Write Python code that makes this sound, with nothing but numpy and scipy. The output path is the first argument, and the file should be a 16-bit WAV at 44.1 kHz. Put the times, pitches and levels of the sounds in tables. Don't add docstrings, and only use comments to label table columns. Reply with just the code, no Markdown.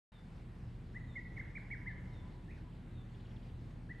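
import sys
import numpy as np
from scipy import signal
from scipy.fft import rfft, irfft
from scipy.io import wavfile
from scipy.ndimage import uniform_filter1d

SR = 44100
rng = np.random.default_rng(int(sys.argv[2]) if len(sys.argv) > 2 else 0)


def master_out(mix):
    frames = np.transpose(np.atleast_2d(mix))
    ceiling = np.clip(frames, -1, 1)
    pcm = np.round(ceiling * 32767).astype(np.int16)
    wavfile.write(sys.argv[1], SR, pcm)


N = 176400


def amp(db):
    return 10 ** (np.asarray(db) / 20)


def unit(x):
    return x / np.sqrt(np.mean(x ** 2) + 1e-20)


def at_pitch(points, hz):
    f, value = np.transpose(points)
    return np.interp(np.log(hz + 1), np.log(f), value)


def curve(points, t, column=1):
    rows = np.array(points)
    return np.interp(t, rows[:, 0], rows[:, column])


def add(mix, start_s, sound):
    part = mix[max(round(start_s * SR), 0):][:len(sound)]
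    part += sound[:len(part)]


def drift(rate_hz):
    hz = np.fft.rfftfreq(N, 1 / SR)
    keep_slow = np.exp(-(hz / rate_hz) ** 2) * (hz > 0)
    return unit(irfft(rfft(rng.standard_normal(N)) * keep_slow, N))


def tone(hz):
    return np.sqrt(2) * np.sin(2 * np.pi * np.cumsum(hz) / SR)


def note(points, edge_s=.0033):
    t = np.arange(points[0][0], points[-1][0], 1 / SR)
    hz = uniform_filter1d(curve(points, t), size=180, mode="nearest")
    edge = np.clip(np.minimum(t - t[0], t[-1] - t) / edge_s, 0, 1)
    return tone(hz) * amp(curve(points, t, 2)) * np.sin(np.pi / 2 * edge) ** 2


def scatter(sound, fade_s, rise_s=.014, likeness=.55):
    t = np.arange(int(1.5 * SR)) / SR
    left, other = rng.standard_normal((2, len(t))) * (1 - np.exp(-t / rise_s)) * amp(-60 * t / fade_s)
    right = likeness * left + np.sqrt(1 - likeness ** 2) * other
    tail = np.array([left, right]) / np.linalg.norm(left)
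    return signal.fftconvolve(sound[None], tail, axes=1)[:, :N]


def town_noise(split_hz=485, patch_db=.91):
    # pitch_hz, relative_db
    colour = [(15, -26), (30, -16), (50, -7.5), (82, 2), (125, -3), (160, -2.5), (230, -9.5), (310, -13),
              (420, -19), (620, -25.5), (850, -26), (1250, -31), (2000, -32.5), (2700, -37.5),
              (4000, -41.5), (6000, -50.5), (8800, -52.5), (9700, -49.5), (10600, -54), (11200, -51.5),
              (12000, -59), (12800, -70)]
    # pitch_hz, likeness (1 the same, -1 opposite)
    stereo = [(40, .998), (125, .98), (300, 0.93), (700, 0.72), (1100, 0.47), (1700, 0.56), (3000, 0.8),
              (5000, .84), (7500, 1), (9000, 0.68), (9700, -1.02), (11300, 0.2), (12500, 0)]
    hz = np.fft.rfftfreq(4096, 1 / SR)
    a, b, c, d, patches = rng.standard_normal((N // 1024 + 5, len(hz), 5)).T
    patches = uniform_filter1d(patches, size=50, axis=0)
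    patches = unit(uniform_filter1d(patches, size=5, axis=1))
    likeness = np.clip(at_pitch(stereo, hz), -1, 1)[:, None]
    middle = np.sqrt(1 + likeness) * (a + 1j * b)
    side = np.sqrt(1 - likeness) * (c + 1j * d)
    gain = amp(at_pitch(colour, hz)[:, None] + patch_db * patches)
    spectrum = np.array([middle + side, middle - side]) * gain
    low = 1 / (1 + (hz[:, None] / split_hz) ** 4)
    return [unit(signal.istft(spectrum * share, nperseg=4096, noverlap=3072)[1][:, :N])
            for share in (low, 1 - low)]


def flutter(hiss, patch_db=2, centre_hz=4900):
    hz, _, spectrum = signal.stft(hiss, SR, nperseg=512)
    patches = rng.standard_normal(spectrum.shape[1:])
    patches = uniform_filter1d(patches, size=22, axis=0)
    patches = unit(uniform_filter1d(patches, size=18, axis=1))
    octaves_away = np.log2((hz[:, None] + 1) / centre_hz)
    depth_db = patch_db * np.exp(-(octaves_away / .63) ** 2)
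    patchy = signal.istft(spectrum * amp(depth_db * patches), nperseg=512)[1][:, :N]
    return patchy * amp(.5 * drift(8.8))


def machine_hum():
    # pitch_hz, level_db, pitch_wobble, level_wobble (wobbles as fractions)
    tones = [(39.6, -54.5, .004, 0.07), (119.1, -56, 0.009, 0.34), (181, -65, .012, 0.56),
             (235.3, -68, .015, 0.56)]
    return sum(amp(db) * tone(hz * (1 + pitch_wobble * drift(7.4))) * (1 + level_wobble * drift(4.3))
               for hz, db, pitch_wobble, level_wobble in tones)


def town(rumble_db=-51, hiss_db=-66.5):
    # time_s, change_db
    low_swell = [(.12, -8.5), (.25, -2.5), (.45, -1), (.9, 0.5), (1.35, 1), (1.7, 1), (2.5, 0), (3.2, .5),
                 (4, -0.5)]
    # time_s, change_db
    hiss_swell = [(.12, -0.5), (.7, -0.5), (1.3, -0.1), (2.1, 0), (2.8, -0.5), (3.6, 0.2), (4, 0)]
    t = np.arange(N) / SR
    rumble, hiss = town_noise()
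    low = (amp(rumble_db) * rumble + machine_hum()) * amp(curve(low_swell, t))
    return low + flutter(hiss) * amp(hiss_db + curve(hiss_swell, t))


def far_hoots():
    # start_s, length_s, from_hz, to_hz, level_db
    hoots = [(1.61, 0.062, 997, 1033, -75), (1.776, .11, 992, 995, -73), (1.9, .08, 1000, 1000, -73),
             (1.972, 0.07, 980, 983, -72.5), (2.066, 0.13, 982, 990, -70), (2.21, 0.1, 991, 1020, -68),
             (2.32, 0.094, 976, 983, -71), (2.514, 0.065, 988, 1000, -78), (2.637, 0.073, 1008, 980, -72)]
    voice = np.zeros(N)
    for start, length, from_hz, to_hz, db in hoots:
        progress = np.linspace(0, 1, int(length * SR))
        swell = abs(np.sin(np.pi * progress)) ** .5
        add(voice, start, amp(db) * swell * tone(from_hz + (to_hz - from_hz) * progress))
    return voice + amp(-4.5) * scatter(voice, fade_s=.5)


def far_whistle():
    # time_s, pitch_hz, level_db
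    path = [(2.479, 1703, -70), (2.494, 1852, -63.5), (2.509, 2097, -64), (2.514, 2420, -60),
            (2.521, 2667, -72.5), (2.545, 2560, -79), (2.562, 2200, -78), (2.572, 1880, -66),
            (2.581, 1605, -69), (2.592, 1380, -68)]
    voice = np.zeros(N)
    add(voice, path[0][0], note(path))
    return voice + amp(-1.5) * scatter(voice, fade_s=.28)


def rattling_bird(stroke_s=.0231, top_hz=3500, end_hz=2634, climb_hz_per_s=910, roughness=.093):
    # start_s, level_db
    strokes = [(3.086, -76), (3.138, -70), (3.193, -74), (3.248, -70.5), (3.303, -71.5), (3.358, -68.5),
               (3.421, -71.5), (3.485, -75)]
    voice, progress = np.zeros(N), np.linspace(0, 1, int(stroke_s * SR))
    for start, db in strokes:
        hz = top_hz + (end_hz - top_hz) * progress + climb_hz_per_s * (start - strokes[0][0])
        jitter = 1 + roughness * drift(600)[:len(progress)]
        add(voice, start, amp(db) * np.sin(np.pi * progress) * tone(hz * jitter))
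    return voice + amp(-5) * scatter(voice, fade_s=.5)


def small_bird(chirp_s=.105, top_hz=3850, end_hz=3505):
    # start_s, level_db
    chirps = [(.115, -73), (1.068, -73), (2.122, -73.5), (2.938, -73.5)]
    voice, progress = np.zeros(N), np.linspace(0, 1, int(chirp_s * SR))
    hz = end_hz + (top_hz - end_hz) * (1 - progress) ** 2
    chirp = tone(hz) * abs(np.sin(np.pi * progress)) ** .86
    for start, db in chirps:
        add(voice, start, amp(db) * chirp)
    return voice + amp(-4) * scatter(voice, fade_s=.8)


def cuckoo(echo_pan_db=-3.5):
    # start_s, then rows of time_in_note_s, pitch_hz, level_db
    notes = [ (.943, [(0, 1560, -62), (.011, 1852, -56.5), (.023, 1983, -46.5), (.030, 2050, -48.5),
             (.037, 2000, -57.5), (.045, 1730, -58)]), (1.150, [(0, 1630, -69), (.007, 2070, -50),
             (.014, 2190, -44.5), (.022, 2073, -44), (.028, 1933, -46), (.046, 1950, -47.5),
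             (.054, 1950, -60)]), (1.363, [(0, 1900, -58), (.009, 2287, -51.5), (.015, 2108, -45.5),
             (.0225, 1732, -54.5), (.031, 1992, -50.5), (.039, 2156, -42), (.045, 2017, -50.5),
             (.055, 1420, -55)]), (1.546, [(0, 1668, -69), (.009, 2217, -48), (.016, 2427, -52),
             (.024, 2250, -45.5), (.029, 2084, -45), (.034, 1770, -55.5), (.040, 1480, -52.5)]),
             (1.701, [(0, 1710, -53), (.008, 2056, -52.5), (.014, 2200, -42), (.021, 2295, -50.5),
             (.029, 2190, -44), (.039, 1976, -45.5), (.048, 1674, -55), (.057, 1410, -63.5)]),
             (1.857, [(0, 1580, -56), (.009, 1870, -53.5), (.016, 2040, -45.5), (.023, 2135, -42),
             (.032, 1994, -47.5), (.044, 1785, -54), (.062, 1700, -52)]), (3.889, [(0, 1450, -69),
             (.007, 1750, -57), (.017, 1886, -52.5), (.027, 2006, -48), (.033, 1920, -49),
             (.039, 1840, -70)])]
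    # pitch_hz, left_minus_right_db
    balance = [(1700, 4), (2000, 0.5), (2250, -4.5)]
    # pitch_hz, change_db
    echo_colour = [(1450, 8), (1750, 3), (2000, 0), (2400, -.5)]
    # delay_s, change_db
    bounces = [(.0125, -22), (.036, -19), (.045, -14), (.056, -22), (.078, -21), (.101, -21)]
    voice, echoes = np.zeros(N), np.zeros(N)
    for start, points in notes:
        add(voice, start, note(points))
    hz = np.fft.rfftfreq(N, 1 / SR)
    sides = np.array([[.5], [-.5]])
    direct = irfft(rfft(voice) * amp(sides * at_pitch(balance, hz)), N)
    reflected = irfft(rfft(voice) * amp(at_pitch(echo_colour, hz)), N)
    for delay, db in bounces:
        add(echoes, delay, amp(db) * reflected)
    short_tail = amp(-13) * scatter(reflected, fade_s=.28)
    long_tail = amp(-9.5) * scatter(reflected, fade_s=1.3)
    return direct + echoes * amp(sides * echo_pan_db) + short_tail + long_tail


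def scene():
    return town() + far_hoots() + far_whistle() + rattling_bird() + small_bird() + cuckoo()


def record(dry, start_s=.119, notch_hz=10360, notch_width_hz=390, top_hz=12700):
    hz, t = np.fft.rfftfreq(N, 1 / SR), np.arange(N) / SR
    opened = dry * np.clip(np.minimum(t - start_s, t[-1] - t) / .002, 0, 1)
    notch = 1 - np.exp(-((hz - notch_hz) / (notch_width_hz / 2)) ** 2)
    notched = irfft(rfft(opened) * notch, N)
    low_pass = signal.firwin(511, top_hz, window=("kaiser", 9), fs=SR)
    return signal.oaconvolve(notched, low_pass[None], "same")


dry = scene()
out = record(dry)
master_out(out)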